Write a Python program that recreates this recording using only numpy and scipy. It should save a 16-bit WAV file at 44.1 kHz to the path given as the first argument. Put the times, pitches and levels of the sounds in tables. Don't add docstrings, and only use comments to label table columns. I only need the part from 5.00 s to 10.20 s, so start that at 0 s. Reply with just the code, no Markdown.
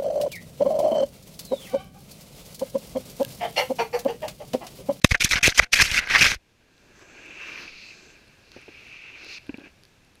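import sys
import numpy as np
from scipy import signal
from scipy.fft import rfft, irfft, next_fast_len
from scipy.io import wavfile
from scipy.ndimage import uniform_filter1d, map_coordinates

SR = 44100
rng = np.random.default_rng(int(sys.argv[2]) if len(sys.argv) > 2 else 0)


def bounce(signal):
    frames = np.transpose(np.atleast_2d(signal))
    limited = np.clip(frames, -1, 1)
    pcm = np.round(limited * 32767).astype(np.int16)
    wavfile.write(sys.argv[1], SR, pcm)


def rack_gain(trim_db):
    fader = np.asarray(trim_db, float)
    return 10 ** (fader / 20)


N = 229320
TUMBLE_S = 1.5

# (time [s], hold [s], level [dB], grit over case ring [dB], grip [-])
IMPACTS = [
    (.0452, 0.0022, -6, -3, 1.3),
    (0.5913, .007, -12, 0.5, .6),
]
BOUNCES = [(.017, 0.0043, -47.5, -1, 1.3), (0.0418, .003, -29, 3, 2), (0.05, .004, -27, -8, 1.8),
           (0.059, .004, -36, -1, 1.3), (0.071, 0.0048, -46, 1, 1.8), (0.093, 0.014, -43, 4.5, 1.8),
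           (.11, 0.012, -23, -2, 1), (.127, .005, -36, 0, 1.2), (.14, .004, -35, 0, 1),
           (0.145, 0.0092, -18.5, -14.5, .66), (0.173, .008, -52, 8, .7), (.2, .004, -35, 2, 1.2),
           (0.206, 0.022, -21.5, -4.5, 1.5), (.2375, .007, -25, 4, 1.5), (0.245, .007, -19, 3, 2),
           (0.256, 0.024, -31, -2.5, .8), (0.291, 0.016, -34, 2, 1.9), (.31, 0.014, -20, 1.5, 0.94),
           (0.331, 0.012, -19, -4.5, 0.68), (.344, .012, -30, -4, .8), (0.357, 0.032, -24.5, -8.5, 0.65),
           (.409, .006, -36.5, -9, .4), (0.43, 0.05, -17.5, -4.5, 1.5), (0.483, 0.022, -27.5, -1, .8),
           (.505, .01, -36, 0, 1), (.529, .017, -51, 4, 1), (0.49, 0.008, -28.5, -1, .8),
           (0.516, 0.01, -31.5, -9, .6), (0.547, 0.013, -34, 7.5, .2), (.562, .012, -34, 0, 1.2),
           (0.576, 0.014, -21, 2.5, 1.1), (.604, .012, -39, -5, 0.53), (0.618, 0.026, -28, -9.5, .64),
           (0.654, 0.016, -50, -12, 0.62), (.7215, .006, -34, -2, 1.2)]
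SKIDS = [(0.732, 0.012, -15.5, -3, 1.5), (0.756, 0.024, -23, -4.5, 1.4), (.776, .014, -28, -2, 1.2),
         (0.791, 0.015, -19, -6.5, .9), (.811, 0.013, -13.5, -4, 1.47), (.826, .013, -29, -2, 1.2),
         (0.84, 0.024, -25.5, -1, 1.45), (.865, .01, -33, -2, 1.2), (0.876, 0.045, -29, -4.5, 1.1),
         (0.919, 0.032, -28, -2.5, 1.04), (0.94, 0.016, -25, -3, 1), (0.96, 0.035, -22, -4.5, 1.03),
         (0.999, 0.044, -31.5, -15.5, 0.76), (1.045, 0.04, -36.5, -12, 0.29), (1.088, .012, -32, -10, .6),
         (1.101, 0.077, -23, -10, 0.77), (1.145, 0.023, -18, -12.5, 0.58), (1.182, 0.028, -22.5, -6, 1),
         (1.21, 0.026, -16, -7.5, 1.44), (1.243, 0.027, -18, -3.5, 0.8), (1.274, 0.044, -24, -5.5, 0.88),
         (1.312, 0.023, -29, -5.5, 0.64), (1.335, 0.013, -29.5, -2.5, 0.51), (1.36, 0.0061, -49.5, -11, 1)]
# (bite [dB/s], lift-off [dB/s], crumbs below contact [dB], crumbs fade [dB/s])
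IMPACT_SHAPE = (9000.5, 6999, -28, 1300)
BOUNCE_SHAPE = (7000, 2799, -22, 899.5)
SKID_SHAPE = (3001.5, 2203.5, -18.5, 1197.5)
# (frequency [Hz], width [Hz], level [dB])
STRUCK_CASE = [(1610, 160, 7), (2100, 680, 9), (2484, 280, 21)]
# (frequency [Hz], density [dB per Hz])
GRIT = [(500, -37.5), (2500, -3.5), (3500, 4.5), (5370, 3.5), (6300, 0.5), (7000, -18), (9000, -53)]
SPARKLE = [(4000, -41), (6500, -1), (7300, -0.5), (8100, -3), (11900, -8.5), (14900, -14), (16000, -43.5),
           (17000, -86)]
RUB = [(25, 7.5), (80, -2), (200, -5), (400, -12.5), (800, -15.5), (1300, -26), (2500, -50.5)]
MURMUR_DB = -3
SPARKLE_DB, SPARKLE_DB_PER_GRIP = -17, 7
BOOM_DB, BOOM_DB_PER_GRIP = -6.5, -5

# (time [s], peak level [dB], frequency [Hz])
CRUST_CRACKS = [(0.2114, -14.0, 2330), (0.2208, -13.0, 2300), (0.2254, -14.0, 2370), (0.248, -17.0, 2240),
                (0.2542, -16.0, 2480), (0.2586, -17.0, 1660), (0.3125, -14.0, 2280), (0.3248, -13.0, 2070),
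                (0.3319, -13.0, 2150), (0.3356, -10.0, 1980), (0.3468, -20.0, 2110), (0.3575, -15.0, 2370),
                (0.3604, -15.0, 2280), (0.3659, -16.0, 1550), (0.3719, -14.0, 2200), (0.378, -20.0, 2240),
                (0.3834, -17.0, 1770), (0.4308, -10.0, 2480), (0.4394, -11.0, 2500), (0.4436, -6.0, 2350),
                (0.4512, -11.0, 2330), (0.4571, -9.0, 2610), (0.4625, -8.0, 2520), (0.4687, -12.0, 2370),
                (0.4749, -11.0, 2450), (0.4796, -16.0, 2670), (0.4956, -20.0, 2050), (0.5854, -12.0, 1740),
                (0.6268, -20.0, 2050), (0.6345, -21.0, 2220), (0.733, -11.0, 2390), (0.737, -13.0, 2350),
                (0.7397, -10.0, 2540), (0.7556, -20.0, 2260), (0.7605, -13.0, 2370), (0.7682, -12.0, 2370),
                (0.773, -21.0, 2540), (0.7775, -16.0, 2480), (0.7879, -18.0, 1740),
                (0.792, -11.0, 2410), (0.7998, -7.0, 1740), (0.8054, -7.0, 2480), (0.8143, -13.0, 2450),
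               (0.8202, -5.0, 2090), (0.8231, -11.0, 1830), (0.8408, -18.0, 2370), (0.8478, -19.0, 2480),
               (0.8527, -18.0, 2540), (0.8568, -19.0, 2110), (0.9052, -20.0, 2500), (0.9158, -19.0, 2780),
               (0.9455, -13.0, 2110), (0.966, -15.0, 1980), (0.9721, -16.0, 2410), (0.9783, -10.0, 2280),
               (0.9858, -13.0, 2650), (0.9903, -11.0, 2000), (0.998, -20.0, 2110), (1.0021, -21.0, 2070),
               (1.0744, -22.0, 2070), (1.1034, -16.0, 2070), (1.1107, -15.0, 2200), (1.1199, -17.0, 1920),
               (1.1231, -17.0, 1890), (1.1391, -12.0, 1810), (1.1427, -11.0, 1890), (1.1507, -6.0, 1890),
               (1.1586, -6.0, 1740), (1.167, -9.0, 1980), (1.1739, -16.0, 1740), (1.1778, -16.0, 1960),
               (1.1831, -16.0, 2390), (1.1876, -17.0, 2130), (1.1992, -19.0, 3010), (1.2117, -7.0, 2520),
               (1.2168, -7.0, 2450), (1.2225, -10.0, 2410), (1.2266, -7.0, 2500), (1.2345, -13.0, 2330),
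               (1.2418, -12.0, 1660), (1.249, -12.0, 2690), (1.2526, -12.0, 2650), (1.2586, -9.0, 1700),
               (1.265, -11.0, 2370), (1.272, -16.0, 2500), (1.2751, -16.0, 2670), (1.2821, -17.0, 2330),
               (1.3028, -21.0, 2430), (1.3182, -18.0, 1590),
                (.5832, -15, 3200),
    (.5885, -15, 3100),
    (.8025, -10, 1600),
    (1.1548, -11, 2500),
    (1.1625, -8, 1750),
]
# (pitch ratio [-], level [dB])
CRACK_SIDES = [(.68, -9), (1.3, -9)]
CRACK_RISE_S, CRACK_FALL_S, CRACK_DB, CRACK_SPLINTER_DB = .0008, .0015, -2.5, -14

# (time [s], length [s], level [dB], frequency [Hz], thud level [dB])
BLOWS = [
    (0.0464, 0.0011, -3, 2500, -6),
    (0.0482, 0.0011, -1, 2020, -6),
    (0.114, 0.0026, -10, 2200, -20),
    (0.118, 0.0026, -14, 2060, -13.5),
    (0.1455, 0.003, -10, 2000, -27),
    (0.1492, 0.003, -9, 1700, -27.5),
    (0.592, 0.004, -11, 4700, -40),
    (0.2452, 0.003, -11, 6200, -40),
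    (0.594, 0.0035, -1, 2050, -24),
    (0.5972, 0.0027, -3, 2250, -5),
]
# (time [s], level [dB], frequency [Hz], T60 [s])
RATTLE = [
    (.05, -48, 2164, 0.14),
    (.05, -47.5, 716, 0.11),
    (.12, -36.5, 488, 0.11),
    (.15, -36, 704, 0.083),
    (.15, -53, 2164, .11),
    (.37, -40, 703, 0.22),
    (.5, -46, 720, 0.13),
    (.5, -37.5, 2161, 0.17),
    (0.602, -45, 493, 0.2),
    (.65, -55.5, 710, 0.15),
]
# (time [s], signed pressure [full scale], width [ms])
JOLTS = [(0.0454, -.7, 0.45), (0.0476, 1.15, .55), (0.118, 0.42, 3.3), (0.122, -0.31, 1.42),
         (0.159, -.03, 4.3), (0.248, 0.23, 0.85), (0.336, -0.15, 4.5), (0.358, 0.11, 1),
         (0.43, -0.085, 1.06), (0.4797, -0.3, 0.3), (0.4806, 0.45, .35), (0.4826, 0.2, 1.6),
         (0.5955, 0.15, 1.1), (0.605, -0.13, 2.6), (0.627, -.05, 1.5), (0.804, 0.12, 2.1),
         (0.825, -0.24, 1.67), (0.854, .04, 2.1), (0.919, 0.11, 2), (1.209, 0.15, 2.1), (1.216, 0.13, 0.4),
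         (1.23, 0.13, 0.86), (1.322, 0.05, 0.8), (1.36, .05, 3.1), (2.712, .022, 13), (2.752, -.025, 16),
         (4.5, -.008, 2.9), (4.53, .004, 2.5)]

# (time [s], speed level [dB], loose powder spray [dB], weight on the body [dB])
SLIDES = [
    [(1.6, -71, -6, 2), (1.78, -68.5, -6, -0.5), (1.93, -62, -9, 0), (2.02, -56, -13, 0),
     (2.1, -53, -12, -3), (2.17, -50, -11, -5.5), (2.3, -45, -14, -11), (2.38, -42.5, -14, -12),
     (2.46, -39, -14.5, -12.5)],
    [(2.46, -39, -14.5, -12.5), (2.55, -40.5, -11, -11), (2.63, -41.5, -8, -10.5), (2.72, -46, -7, -16),
     (2.87, -47, -4.5, -22), (3.0, -53.5, -4, -4.5), (3.38, -65, -6, -6)],
    [(3.38, -66.5, -3, 1), (3.556, -56, -2, -12.5), (3.61, -50.5, -11, -13), (3.66, -55, -6, -12)],
    [(3.66, -55, -6, -12), (3.714, -51.5, -9.5, -12.5), (3.98, -44, -13, -21), (4.14, -46, -14, -14),
     (4.226, -47, -5.5, -11), (4.346, -41, -1, -18.5), (4.385, -41.5, -8, -32)],
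    [(4.39, -55.5, -8, -29), (4.498, -62.5, -2, 5), (4.58, -57, -9, -8), (4.605, -53, -12, -4),
     (4.635, -55, -11, -3), (4.65, -50, -13, -8), (4.675, -51, -13, -7), (4.69, -61, -9, -10),
     (4.72, -65, -9, -10)],
]
# (time [s], length [s], level [dB])
ICE = [
    (1.7, 1.48, -74.5),
    (1.95, 0.59, -66.5),
    (2.82, 0.34, -64.5),
]
SHEEN = [
    (2.58, .14, -54),
    (2.74, .17, -53),
]
LUMPS = [
    (1.95, .1, -54),
    (2.38, .3, -48.5),
    (3.5, 0.16, -59),
]
EDGE_S = 0.096
# (frequency [Hz], width [Hz], level [dB])
POWDER = [(4300, 1200, 5.5), (5030, 900, -3), (6170, 1400, -4)]
FINE = [(6400, 930, 2), (7500, 900, 0)]
DENSE = [(3470, 580, 0), (5700, 1300, -10)]
THIN_SPRAY_DB, SPRAY_TURN_DB = -12, 3
# (frequency [Hz], density [dB per Hz])
GOUGE = [(500, -33), (1000, 1.5), (1700, 9), (3500, -5), (6200, -1.5), (7200, -22.5)]
# (frequency [Hz], width [Hz], level [dB])
CASE_LOW = [(1627, 140, 44), (1173, 500, 5)]
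CASE_HIGH = [(2623, 200, -1.5), (2424, 160, -5)]
BEDDED_DB, BEDDED_PER_WEIGHT = 2, 1

# (time [s], peak level [dB], frequency [Hz], case ring [dB], puff [dB])
KNOCKS = [(2.913, -47.5, 346, -23, -19), (2.95, -51, 207, -14, -13), (3.027, -45, 330, -20, -10),
          (3.1, -55, 338, 2, -3), (3.561, -37, 330, -9, -5), (3.569, -40, 325, -12, -6),
          (3.583, -46, 380, -14, -6), (3.679, -36, 443, -12, -7), (3.686, -37, 323, -14, -27),
          (4.261, -43.5, 313, -7, -8), (4.491, -23, 284, -19, -17), (4.54, -31, 240, -10, -12),
          (4.581, -32.5, 286, -20, -12), (4.613, -41.5, 310, -21, -4), (4.636, -40, 316, -17, -22),
          (4.657, -46, 300, -18, -6), (4.667, -47, 220, -18, -9)]
KNOCK_T60_S, KNOCK_T60_S_PER_DB = 0.032, .0005
# (time [s], peak level [dB], frequency [Hz], splinter level [dB])
TICKS = [(0.4737, -3, 6400, -24), (0.5793, -5, 6900, -25), (0.5805, -8, 3200, -36),
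         (0.9138, -13, 5500, -25), (0.9434, -21, 4040, -22), (0.7765, -17, 3500, -25),
         (1.0725, -18, 2200, -30), (1.1917, -6, 4070, -31), (1.3144, -12, 3800, -28),
         (1.7789, -43.5, 4010, -33.5), (1.9924, -45, 6220, -21), (2.2594, -58, 4630, 0),
         (2.3044, -44, 3000, -19), (3.2784, -45, 4240, -17), (3.5169, -31.5, 4300, -34),
         (3.6144, -50, 3150, -8), (4.0194, -44, 3560, -22), (4.2453, -31, 4830, -27),
         (4.4667, -40.5, 3490, -17.5), (4.573, -37, 4190, -22), (4.595, -41, 3670, -22),
         (4.6493, -46, 3030, -30.5), (4.8344, -37, 4690, -21), (4.8514, -39, 4630, -20.5),
         (4.8814, -57.5, 3310, -12), (5.0474, -50, 4290, -13.5), (5.1537, -45, 4100, -10.5)]

# (frequency [Hz], density [dB per Hz])
HISS = [(25, -2.5), (100, -2.5), (600, -12.5), (1150, -18.5), (3200, -18.5), (6500, -23.5), (7800, -29),
        (15000, -36.5)]
# (time [s], level [dB])
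HISS_LEVEL = [(0, -71.5), (1.4, -63.5), (1.6, -65), (2, -58.5), (3, -57.5), (5.2, -59)]


def unit(x):
    return x / np.sqrt(np.mean(x ** 2) + 1e-20)


def curves(rows):
    s, *cols = np.transpose(rows)
    return [np.interp(np.arange(N) / SR, s, c) for c in cols]


def filtered(x, response):
    m = next_fast_len(N + SR // 2)
    return irfft(rfft(x, m) * response(np.fft.rfftfreq(m, 1 / SR)), m)[:N]


def coloured(x, spectrum):
    f, db = np.transpose(spectrum)
    return unit(filtered(x, lambda hz: rack_gain(np.interp(np.log(hz + 1), np.log(f + 1), db))))


def ringing(x, modes, top_hz):
    def body(f):
        return sum(rack_gain(db) * 1j * f * w / (c * c - f * f + 1j * f * w) for c, w, db in modes)

    def wall(f):
        return signal.freqs(*signal.butter(8, top_hz, analog=True), f)[1]

    return unit(filtered(x, lambda f: body(f) * wall(f)))


def wobble(rate):
    knots = rng.standard_normal(int(N * 400 / SR) + 4)
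    return map_coordinates(knots, [np.arange(N) * min(rate, 400) / SR])


def grains(spiky_db, clump_db, clump_rate):
    clumps = 1.5 * np.tanh(wobble(clump_rate) / 1.5)
    spikes = np.minimum(rng.exponential(size=N), 4)
    size = rack_gain(spiky_db * spikes + clump_db * clumps)
    return unit(size * rng.standard_normal(N))


def patchy(x, depth_db):
    z = signal.stft(x, nperseg=128)[2]
    field = uniform_filter1d(rng.standard_normal(z.shape), size=3, axis=0)
    field = uniform_filter1d(field, size=9, axis=1)
    return unit(signal.istft(z * rack_gain(depth_db * unit(field)), nperseg=128)[1][:N])


def case(push, balance_db):
    low = 1 / (1 + rack_gain(-2 * balance_db))
    low_ring = ringing(push, CASE_LOW, top_hz=2090)
    high_ring = ringing(push, CASE_HIGH, top_hz=2860)
    return np.sqrt(low) * low_ring + np.sqrt(1 - low) * high_ring


def contacts(rows, shape):
    bite, lift, crumbs_db, fade = shape
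    s, hold, db, grit_db, grip = np.transpose(rows)[:, :, None]
    t = np.arange(int(TUMBLE_S * SR)) / SR
    before = np.maximum(s - t, 0)
    after = np.maximum(t - s - np.abs(hold), 0)
    level = rack_gain(db - bite * before) * (rack_gain(-lift * after) + rack_gain(crumbs_db - fade * after))
    return level ** 2 + 1e-30, grit_db, grip


def tumble():
    groups = [(IMPACTS, IMPACT_SHAPE), (BOUNCES, BOUNCE_SHAPE), (SKIDS, SKID_SHAPE)]
    power, grit_db, grip = map(np.vstack, zip(*[contacts(rows, shape) for rows, shape in groups]))
    total = power.sum(axis=0)
    mean_grit_db = (power * grit_db).sum(axis=0) / total
    mean_grip = (power * grip).sum(axis=0) / total
    controls = [np.sqrt(total), mean_grit_db, mean_grip]
    force, grit_db, grip = np.pad(controls, [(0, 0), (0, N - len(total))])

    push = grains(spiky_db=2.5, clump_db=2, clump_rate=380)
    share = np.exp(-(np.clip(grip, 0, 2) - np.arange(3)[:, None]) ** 2 / .75)
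    modes = [ringing(ringing(push, [(2140, 1700, 0)], top_hz=6060), [mode], top_hz=3200)
             for mode in STRUCK_CASE]
    ring = np.sum(share * modes, axis=0) / np.sqrt(np.sum(share ** 2, axis=0))
    ring += rack_gain(BOOM_DB + BOOM_DB_PER_GRIP * grip) * ringing(push, [(1000, 1200, 0)], top_hz=1500)

    crushed = 0.19 * push + 2.4 * grains(spiky_db=4.0, clump_db=1.0, clump_rate=200)
    grit = patchy(coloured(crushed, GRIT), depth_db=3.5)
    sparkle_db = SPARKLE_DB + SPARKLE_DB_PER_GRIP * grip
    grit += rack_gain(sparkle_db) * patchy(coloured(crushed, SPARKLE), depth_db=0.0)
    crunch = (rack_gain(MURMUR_DB) * ring + rack_gain(grit_db) * grit) / np.sqrt(1 + rack_gain(2 * grit_db))
    rub = coloured(grains(spiky_db=5.4, clump_db=2.7, clump_rate=60), RUB)
    drag = rack_gain(-16.0) * uniform_filter1d(force, size=300) * rub
    return force * crunch + drag


def cracks():
    out, t = np.zeros(N + SR), np.arange(-200, 400) / SR
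    swell = np.exp(-.5 * (t / np.where(t < 0, CRACK_RISE_S, CRACK_FALL_S)) ** 2)
    splinters = coloured(rng.standard_normal(N), GRIT)
    rows = CRUST_CRACKS
    for (s, db, hz), (turn, bend, loose) in zip(rows, rng.uniform(-1, 1, (len(rows), 3))):
        i = round(s * SR) - 200
        note = np.sin(2 * np.pi * hz * t * (1 + 15 * bend * t) + np.pi * turn)
        for ratio, side_db in CRACK_SIDES:
            side_hz = hz * ratio * (1 + .1 * bend)
            note += rack_gain(side_db + 4 * loose) * np.sin(2 * np.pi * side_hz * t + 3 * loose)
        spray = rack_gain(CRACK_SPLINTER_DB) * swell * splinters[i:][:len(t)]
        out[i:][:len(t)] += rack_gain(db + CRACK_DB) * swell * (note + spray)
    return out[:N]


def blows():
    t = np.arange(int(TUMBLE_S * SR)) / SR
    out = np.zeros(len(t))
    for s, length, db, hz, thud_db in BLOWS:
        u = np.clip((t - s) / length, 0, 1)
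        contact = np.abs(np.sin(np.pi * u)) ** .4 * (u > 0) * (u < 1)
        thud = np.sin(2 * np.pi * 800 * (t - s)) + 1.2 * np.sin(2 * np.pi * 1250 * (t - s))
        out += rack_gain(db) * contact * (np.sin(2 * np.pi * hz * (t - s)) + rack_gain(thud_db) * thud)
    for s, db, hz, t60 in RATTLE:
        u = np.maximum(t - s, 0)
        out += rack_gain(db - 60 * u / t60) * np.sin(2 * np.pi * hz * u)
    return np.pad(out, (0, N - len(t)))


def jolts():
    t = np.arange(N) / SR
    pressure = sum(size * np.exp(-.5 * ((t - s) * 1000 / width_ms) ** 2) for s, size, width_ms in JOLTS)
    vent_hz, damping = 32, 2.2
    return filtered(pressure, lambda f: -f * f / (vent_hz ** 2 - f * f + 1j * damping * f * vent_hz))


def patches(rows):
    t = np.arange(N) / SR
    return sum(rack_gain(db) * np.clip(np.minimum(t - s, s + length - t) / EDGE_S + .5, 0, 1) ** 2
               for s, length, db in rows)


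def slide():
    push = grains(spiky_db=2.3, clump_db=2.0, clump_rate=48)
    powder = ringing(ringing(rng.standard_normal(N), POWDER, top_hz=6800), POWDER, top_hz=6790)
    powder += rack_gain(-21) * coloured(push, SPARKLE)
    packed = ringing(rng.standard_normal(N), DENSE, top_hz=6700)
    fine = ringing(ringing(rng.standard_normal(N), FINE, top_hz=7800), FINE, top_hz=7850)
    lumps = grains(spiky_db=2, clump_db=2.5, clump_rate=45)
    rub = ringing(lumps, [(338, 177, 29), (505, 200, -28)], top_hz=1510)
    skin = [(4300, 1300, 0)]
    sheen = ringing(ringing(push, skin, top_hz=5600), skin, top_hz=5600)

    controls = np.zeros((3, N))
    for rows in SLIDES:
        speed_db, spray_db, weight_db = curves(rows)
        start, end, edge = rows[0][0], rows[-1][0], .003
        moving, = curves([(start - edge, 0), (start + edge, 1), (end - edge, 1), (end + edge, 0)])
        controls += moving * np.array([rack_gain(speed_db), spray_db, weight_db])
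    speed, spray_db, weight_db = controls

    loose = 1 / (1 + np.exp((THIN_SPRAY_DB - spray_db) / SPRAY_TURN_DB))
    powder = np.sqrt(loose) * powder + np.sqrt(1 - loose) * packed
    body = case(push, BEDDED_DB + BEDDED_PER_WEIGHT * weight_db)
    body += rack_gain(spray_db) * powder + rack_gain(weight_db) * rub
    ground = patches(ICE) * fine + patches(SHEEN) * sheen + patches(LUMPS) * coloured(lumps, GOUGE)
    return speed * body + ground


def knocks():
    out, t = np.zeros(N + SR), np.arange(SR // 10) / SR
    flash = case(rng.standard_normal(N), -5)
    puff = ringing(rng.standard_normal(N), [(125, 70, 12.0), (520, 130, 13.5), (750, 280, -51)], top_hz=940)
    crack = ringing(rng.standard_normal(N), [(680, 174, -9), (1600, 150, -7), (2570, 400, 3)], top_hz=3720)
    crack = ringing(crack, [(650, 300, 0), (1600, 300, 0), (2570, 700, 0)], top_hz=3700)
    for s, db, hz, ring_db, puff_db in KNOCKS:
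        i = round((s + .0015) * SR)
        here = slice(i, i + len(t))
        t60 = KNOCK_T60_S + KNOCK_T60_S_PER_DB * (db + 23)
        swell = rack_gain(-60 * t / t60) * (1 - np.exp(-t / 0.003)) * 3
        note = np.sin(2 * np.pi * hz * t) + rack_gain(puff_db) * puff[here] + rack_gain(ring_db) * flash[here]
        snap = rack_gain(ring_db + 11 - 60 * t / .01) * (1 - np.exp(-(t / .0015) ** 2)) * crack[here]
        out[here] += rack_gain(db) * (swell * note + snap)
    return out[:N]


def ticks():
    out, t = np.zeros(N + SR), np.arange(SR // 200) / SR
    fade = rack_gain(-60 * t / .0025)
    for (s, db, hz, high_db), scatter in zip(TICKS, rng.standard_normal((len(TICKS), 1))):
        splinter = np.sin(2 * np.pi * 9800 * (1 + 0.025 * scatter) * t)
        click = np.sin(2 * np.pi * hz * t) + rack_gain(high_db + 9.5) * splinter
        out[round((s + .0013) * SR):][:len(t)] += rack_gain(db + 1.5) * fade * click
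    return out[:N]


def noise_floor():
    hiss_db, = curves(HISS_LEVEL)
    hiss = coloured(rng.standard_normal(N), HISS)
    murmur = rack_gain(-8.5) * case(rng.standard_normal(N), -3.5)
    return rack_gain(hiss_db + 1.2 * wobble(8)) * (hiss + murmur)


def scene():
    tumbling = tumble() + cracks() + blows() + jolts()
    settling = slide() + knocks() + ticks()
    return (tumbling + settling + noise_floor())[None]


def low_pass(x):
    return signal.sosfilt(signal.butter(12, 16300, fs=SR, output="sos"), x)


def record(dry):
    top, hardness = 1.02, 4
    clipped = dry[0] / (1 + np.abs(dry[0] / top) ** hardness) ** (1 / hardness)

    def converter(hz):
        coupling = 1j * hz / (10 + 1j * hz)
        return coupling / (1 + (hz / 15300) ** 40)

    return low_pass(filtered(clipped, converter)[None])


dry = scene()
out = record(dry)
bounce(out)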